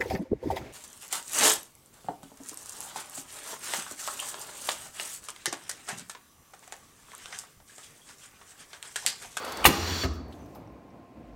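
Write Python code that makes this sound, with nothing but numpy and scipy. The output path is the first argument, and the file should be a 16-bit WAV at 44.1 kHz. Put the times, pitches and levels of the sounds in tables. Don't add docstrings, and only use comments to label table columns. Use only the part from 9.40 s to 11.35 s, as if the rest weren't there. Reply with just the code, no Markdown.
import sys
import numpy as np
from scipy import signal
from scipy.fft import rfft, irfft
from scipy.io import wavfile
from scipy.ndimage import uniform_filter1d

SR = 44100
rng = np.random.default_rng(int(sys.argv[2]) if len(sys.argv) > 2 else 0)


def generate_wav(sig):
    pcm = np.round(np.clip(np.atleast_2d(sig).T, -1, 1) * 32767).astype(np.int16)
    wavfile.write(sys.argv[1], SR, pcm)


def level_to_linear(level):
    exponent = np.asarray(level, float) / 20
    return 10 ** exponent


N = 85995


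def evened(x):
    return x / np.sqrt(np.mean(x ** 2) + 1e-20)


def read(points, hz):
    f, value = np.transpose(points)
    return np.interp(np.log(hz + 1), np.log(f + 1), value)


def level(curve):
    s, db = np.transpose(curve)
    return level_to_linear(np.interp(np.arange(N) / SR, s, db))


def resonate(x, hz, width):
    turn = np.exp(2j * np.pi * hz * np.arange(len(x)) / SR)
    pole = np.exp(-np.pi * width / SR)
    return 2 * (turn * signal.lfilter([1 - pole], [1, -pole], x / turn)).real


def resonate_twice(x, hz, width):
    return evened(resonate(resonate(x, hz, width), hz, width))


def noise(spectrum, patchy_db, flicker_db):
    frames = N // 128 + 5
    a, b, patches = rng.standard_normal((frames, 257, 3)).T
    patches = uniform_filter1d(patches, size=5, axis=0)
    patches = evened(uniform_filter1d(patches, size=14, axis=1))
    flicker = evened(uniform_filter1d(rng.standard_normal(frames), size=4))
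    z = (a + 1j * b) * level_to_linear(patchy_db * patches + flicker_db * flicker)
    x = signal.istft(z, nperseg=512, noverlap=384)[1][:N]
    colour = level_to_linear(read(spectrum, np.fft.rfftfreq(N, 1 / SR)))
    return evened(irfft(rfft(x) * colour, N))


def rings(peaks):
    return sum(level_to_linear(db) * resonate_twice(rng.standard_normal(N), hz, 1.5 * width) for hz, width, db in peaks)


def wobble(hz, wander):
    drift = uniform_filter1d(rng.standard_normal(N), size=3000)
    drift = evened(uniform_filter1d(drift, size=3000))
    return np.sqrt(2) * np.sin(2 * np.pi * np.cumsum(hz * (1 + wander * drift)) / SR)


def strike(hits, modes, soft_s):
    out, t = np.zeros(N), np.arange(SR // 2) / SR
    spots = rng.standard_normal((len(hits), len(modes)))
    for (s, db), spot in zip(hits, spots):
        ring = np.zeros(len(t))
        for (hz, mode_db, t60), luck in zip(modes, spot):
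            ring += level_to_linear(mode_db + 2 * luck - 60 * t / t60) * np.sin(2 * np.pi * hz * t)
        ring *= 1 - np.exp(-t / soft_s)
        part = out[round(s * SR):][:len(t)]
        part += level_to_linear(db) * ring[:len(part)]
    return out


def hall():
    # frequency in Hz, density in dB per Hz.
    air_colour = [(40, -22), (90, -15), (103, 0), (139, -4.5), (302, 1.5), (376, -7.5), (654, -7.5),
                  (1330, -21), (5000, -40.5), (6500, -71.5), (11000, -120)]
    # time in seconds, level in dB.
    activity = [(0, -51.5), (.8, -46.5), (1.0, -46.5), (1.1, -50), (1.2, -46.5), (1.35, -51), (1.45, -53.5),
                (1.57, -50.5), (1.68, -54), (1.8, -51), (1.95, -51.5)]
    # frequency in Hz, width in Hz, level in dB.
    fans = [(700, 30, -66), (1050, 30, -66)]
    # time in seconds, level in dB.
    compressor = [(0, -79), (.17, -60), (.22, -45), (.9, -54.5), (1.05, -56), (1.1, -65.5), (1.18, -55),
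                  (1.27, -68), (1.33, -50), (1.39, -67.5), (1.6, -67), (1.72, -75), (1.77, -53.5),
                  (1.82, -62), (1.87, -54), (1.95, -48)]
    # frequency in Hz, density in dB per Hz.
    hiss_colour = [(1180, -33), (2000, -3.5), (2180, -6.5), (2400, -3.5), (3370, -15), (16000, -24.5)]
    air = level(activity) * noise(air_colour, patchy_db=1.5, flicker_db=.8)
    hiss = level_to_linear(-72) * noise(hiss_colour, patchy_db=0, flicker_db=0)
    throb = level(compressor) * wobble(hz=63, wander=0.098)
    return air + hiss + rings(fans) + throb


def slide():
    # frequency in Hz, density in dB per Hz.
    rub_colour = [(35, -39), (60, -17.5), (233, -9.5), (437, -0.5), (1340, -2), (1620, -9), (4220, -16),
                  (12400, -29.5), (16000, -30.5)]
    # time in seconds, level in dB.
    travel = [(0, -39.5), (.08, -36.5), (.15, -39.5), (.24, -37), (.4, -42.5), (.66, -50), (.8, -86.5)]
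    # frequency in Hz, width in Hz, level in dB.
    guide = [(494, 120, -1.5), (749, 200, -7.5), (1316, 76, -1), (4200, 400, -11)]
    rub = noise(rub_colour, patchy_db=.7, flicker_db=.6)
    return level(travel) * (rub + level_to_linear(-12) * evened(rings(guide)))


def ticks():
    # start in seconds, level in dB, ring in Hz, spread in Hz, t60 in seconds.
    taps_made = [(0.048, -38, 9050, 3460, 0.036), (0.1205, -36.5, 6600, 600, 0.02),
                 (.048, -42, 4500, 2500, 0.033), (.1205, -37.5, 4200, 2000, 0.049),
                 (.171, -36, 4500, 2500, .03), (0.12, -40, 10500, 3040, 0.054),
                 (.171, -36.5, 8140, 900, 0.018), (.1715, -39.5, 12500, 5000, 0.023),
                 (0.2418, -26, 9300, 1200, 0.074), (0.243, -25, 13500, 3000, 0.041),
                 (.6345, -29, 1600, 1100, 0.091), (.65, -44.5, 1200, 202.4, .8),
                 (.745, -47.5, 1220, 200, 0.27), (.06, -60, 12100, 39.5, 0.5),
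                 (.733, -58.5, 13900, 2600, 0.14), (.718, -62, 7960, 1000, .04),
                 (.753, -66, 8800, 1600, .04), (.882, -63, 13500, 2530, .03),
                 (0.923, -49.5, 3470, 796, 0.064), (0.926, -61.5, 8700, 4020, 0.054),
                 (1.058, -62, 5170, 800, 0.045), (1.058, -64, 12850, 2500, 0.045),
                 (1.147, -60, 5000, 900, 0.07), (1.148, -57, 3033, 1500, 0.079),
                 (.99, -66, 6070, 120.3, .3), (1.148, -55.5, 13200, 2600, 0.13),
                 (1.15, -45, 765, 252, 0.16), (1.273, -65, 5700, 450, .03),
                 (1.322, -65.5, 14000, 2490, .02), (1.487, -72.5, 14000, 1983, 0.025),
                 (1.503, -66.5, 5530, 450, 0.033), (1.933, -66, 5300, 398, .03)]
    out, t = np.zeros(N), np.arange(5000) / SR
    fade_out = np.cos(np.pi / 2 * (t / t[-1]) ** 2)
    grains = rng.standard_normal((len(taps_made), len(t)))
    for (s, db, hz, spread, t60), grain in zip(taps_made, grains):
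        tap = resonate_twice(grain, hz, 1.7 * spread) * level_to_linear(db - 60 * t / t60)
        tap *= np.minimum(t / (0.035 * t60), 1) * fade_out
        part = out[round(s * SR):][:len(t)]
        part += tap[:len(part)]
    return out


def latch():
    # frequency in Hz, level in dB, t60 in seconds.
    latch_modes = [(1134, -2, 0.01), (2530, -0.5, 0.0085), (2900, 0, 0.0081), (3700, -8, 0.01),
                   (4520, -12, 0.0067)]
    # start in seconds, level in dB.
    snaps = [
        (.2423, -15.5),
        (.2443, -18),
        (.2456, -9.5),
    ]
    return strike(snaps, latch_modes, soft_s=.0004)


def frame_shake():
    # frequency in Hz, width in Hz, level in dB.
    frame_peaks = [(61.53, 14, -12), (162, 63, -1.5), (245.4, 90, 1.5), (340, 48, 0.5), (450, 47, -6)]
    # time in seconds, level in dB.
    force = [(.25, -70), (.27, -25), (.35, -34), (.38, -39), (.55, -42), (.63, -44), (.75, -42.5),
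             (1.0, -82)]
    return level(force) * evened(rings(frame_peaks))


def block():
    # frequency in Hz, level in dB, t60 in seconds.
    block_modes = [(75, -2.5, 0.09), (342, -6, 0.22), (535.3, -6.5, 0.069), (840, 0.5, 0.06),
                   (1013, -2.5, 0.05), (1225, -0.5, 0.054), (1510, 1, 0.034), (1850, -6, 0.04),
                   (2280, -7.5, 0.064), (2600, -6.5, 0.04), (2814, -5, .03), (3487, -7, .05)]
    # start in seconds, level in dB.
    rebounds = [(.2514, -29.5), (.2565, -18.5), (.2583, -21.5), (.2608, -18.5), (.2633, -23),
                (.2685, -21.5), (.2735, -29.5), (.287, -31)]
    return strike(rebounds, block_modes, soft_s=.0006)


def chatter():
    # frequency in Hz, density in dB per Hz.
    burst_colour = [(1180, -27), (2000, 3), (3810, -5), (4150, -2), (5730, -8), (6640, -8), (7770, -5),
                    (12000, -1.5), (16000, -7)]
    # frequency in Hz, width in Hz, level in dB.
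    loose_metal = [(4140, 300, -3), (6700, 500, -2), (9400, 500, -6), (12000, 400, 0), (13800, 900, -2)]
    start_s, rise_s, hold_s, t60_s = .2522, 0.004, .012, 0.075
    t = np.arange(N) / SR - start_s
    shape = np.clip(t / rise_s, 0, 1) * level_to_linear(-60 * np.maximum(t - hold_s, 0) / t60_s)
    ragged = level_to_linear(2 * evened(uniform_filter1d(rng.standard_normal(N), size=50)))
    burst = noise(burst_colour, patchy_db=0, flicker_db=0) + .6 * evened(rings(loose_metal))
    return level_to_linear(-15) * shape * ragged * burst


def blow():
    # frequency in Hz, level in dB, t60 in seconds.
    plunger_modes = [(870, -3, .03), (1090, -1, .022), (1900, -5, .035), (2790, -6.5, .12)]
    start_s, hold_s, damp_s = .2523, .0036, .001
    after = np.maximum(np.arange(N) / SR - start_s - hold_s, 0)
    return strike([(start_s, -2)], plunger_modes, soft_s=.0003) * np.exp(-after / damp_s)


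def jet():
    # frequency in Hz, density in dB per Hz.
    blast_colour = [(240, -33), (400, 1), (545, -15.5), (1220, -1.5), (3750, -6), (4440, -3), (7170, -10.5),
                    (10200, -29), (16000, -23)]
    # frequency in Hz, width in Hz, level in dB.
    tubing = [(2910, 220, -13), (4110, 150, -6), (5700, 230, -6), (7120, 250, -10.5), (9300, 450, -17.5),
              (12000, 900, -17), (13200, 900, -18.5), (14600, 800, -15.5)]
    # time in seconds, level in dB.
    blast_flow = [(.262, -67), (.275, -33), (.33, -39), (.42, -38.5), (.5, -36), (.6, -37), (.64, -36),
                  (.662, -44), (.675, -95)]
    blast = noise(blast_colour, patchy_db=.8, flicker_db=.6)
    return level(blast_flow) * (blast + level_to_linear(-6) * evened(rings(tubing)))


def whistle():
    # frequency in Hz, width in Hz, level in dB.
    whistle_peaks = [(4513, 75, -2), (3400, 90, -5.5)]
    # time in seconds, level in dB.
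    whistle_flow = [(.3, -51), (.44, -52), (.48, -43.5), (.58, -43.5), (.63, -35.5), (.65, -48), (.68, -93)]
    return level(whistle_flow) * rings(whistle_peaks)


def table_sway():
    # time in seconds, level in dB.
    sway_level = [(.33, -63), (.39, -37.5), (.44, -32.5), (.47, -46), (.52, -31.5), (.56, -40), (.59, -42),
                  (.615, -40), (.64, -72.5)]
    return level(sway_level) * wobble(hz=85.5, wander=0.021)


def drain():
    # frequency in Hz, density in dB per Hz.
    drain_colour = [(1500, -20), (2500, -9), (4300, 0), (6000, -2.5), (7500, -10.5), (9000, -23),
                    (11000, -37)]
    # time in seconds, level in dB.
    drain_flow = [(.63, -75), (.66, -46.5), (.7, -54), (.76, -59), (.82, -72.5), (.9, -86)]
    return level(drain_flow) * noise(drain_colour, patchy_db=1.2, flicker_db=.8)


def end_stop():
    # frequency in Hz, level in dB, t60 in seconds.
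    stop_modes = [(109, 1.5, 0.056), (256, -2.5, 0.1), (388, -2, 0.081), (174, -4.5, 0.082),
                  (658, 0.5, 0.047), (1000, -12.5, .03), (1250, -2.5, 0.031)]
    # start in seconds, level in dB.
    landings = [
        (.6355, -28.5),
        (.6435, -31),
        (.649, -31),
        (.6545, -25),
        (.666, -43),
    ]
    return strike(landings, stop_modes, soft_s=.002)


def thud():
    # frequency in Hz, level in dB, t60 in seconds.
    rocking_modes = [(81.55, -0.5, 0.49), (65.7, -7, 0.44)]
    # start in seconds, level in dB.
    rocks = [
        (.6445, -22),
    ]
    return strike(rocks, rocking_modes, soft_s=.003)


def leak():
    # frequency in Hz, density in dB per Hz.
    seep_colour = [(2000, -19.5), (6200, -4), (10500, -9.5), (14000, -11.5), (16000, -11.5)]
    # time in seconds, level in dB.
    seep_flow = [(.8, -91), (.88, -78), (.93, -66), (1.05, -71), (1.14, -68.5), (1.16, -71), (1.27, -82.5)]
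    return level(seep_flow) * noise(seep_colour, patchy_db=1.5, flicker_db=1.2)


def room(x):
    # frequency in Hz, t60 in seconds.
    decay = [(80, .9), (300, 1), (1000, 0.76), (3000, 0.52), (4500, .65), (7000, 0.45), (9000, 0.44),
             (15000, 0.28)]
    taps = np.zeros(SR)
    at = np.arange(300, SR - 10, 10)
    taps[at + rng.integers(0, 10, len(at))] = rng.choice([-1., 1.], len(at))
    hz, t, z = signal.stft(taps, SR, nperseg=256)
    t60 = np.maximum(read(decay, hz), .05)[:, None]
    tail = signal.istft(z * level_to_linear(-60 * t / t60), SR, nperseg=256)[1]
    return signal.fftconvolve(x, tail / np.linalg.norm(tail))[:N]


def scene():
    blows = latch() + block() + blow() + end_stop() + thud()
    air = jet() + whistle() + drain() + leak()
    near = ticks() + blows + chatter() + air
    frame = frame_shake() + table_sway()
    return (hall() + slide() + near + frame + level_to_linear(-14.5) * room(near))[None]


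def roll_off(x):
    return signal.sosfilt(signal.butter(12, 16830, fs=SR, output="sos"), x)


def record(dry):
    heard = dry[0] - 0.3 * resonate(dry[0], hz=10500, width=820)
    heard = signal.lfilter(*signal.butter(3, 46, "high", fs=SR), heard)
    limited = 1.12 * heard / (1 + (1.181 * heard) ** 6) ** (1 / 6)
    edge = signal.firwin(401, 16000, window=("kaiser", 9), fs=SR)
    return roll_off(signal.oaconvolve(limited, edge, "same")[None])


dry = scene()
out = record(dry)
generate_wav(out)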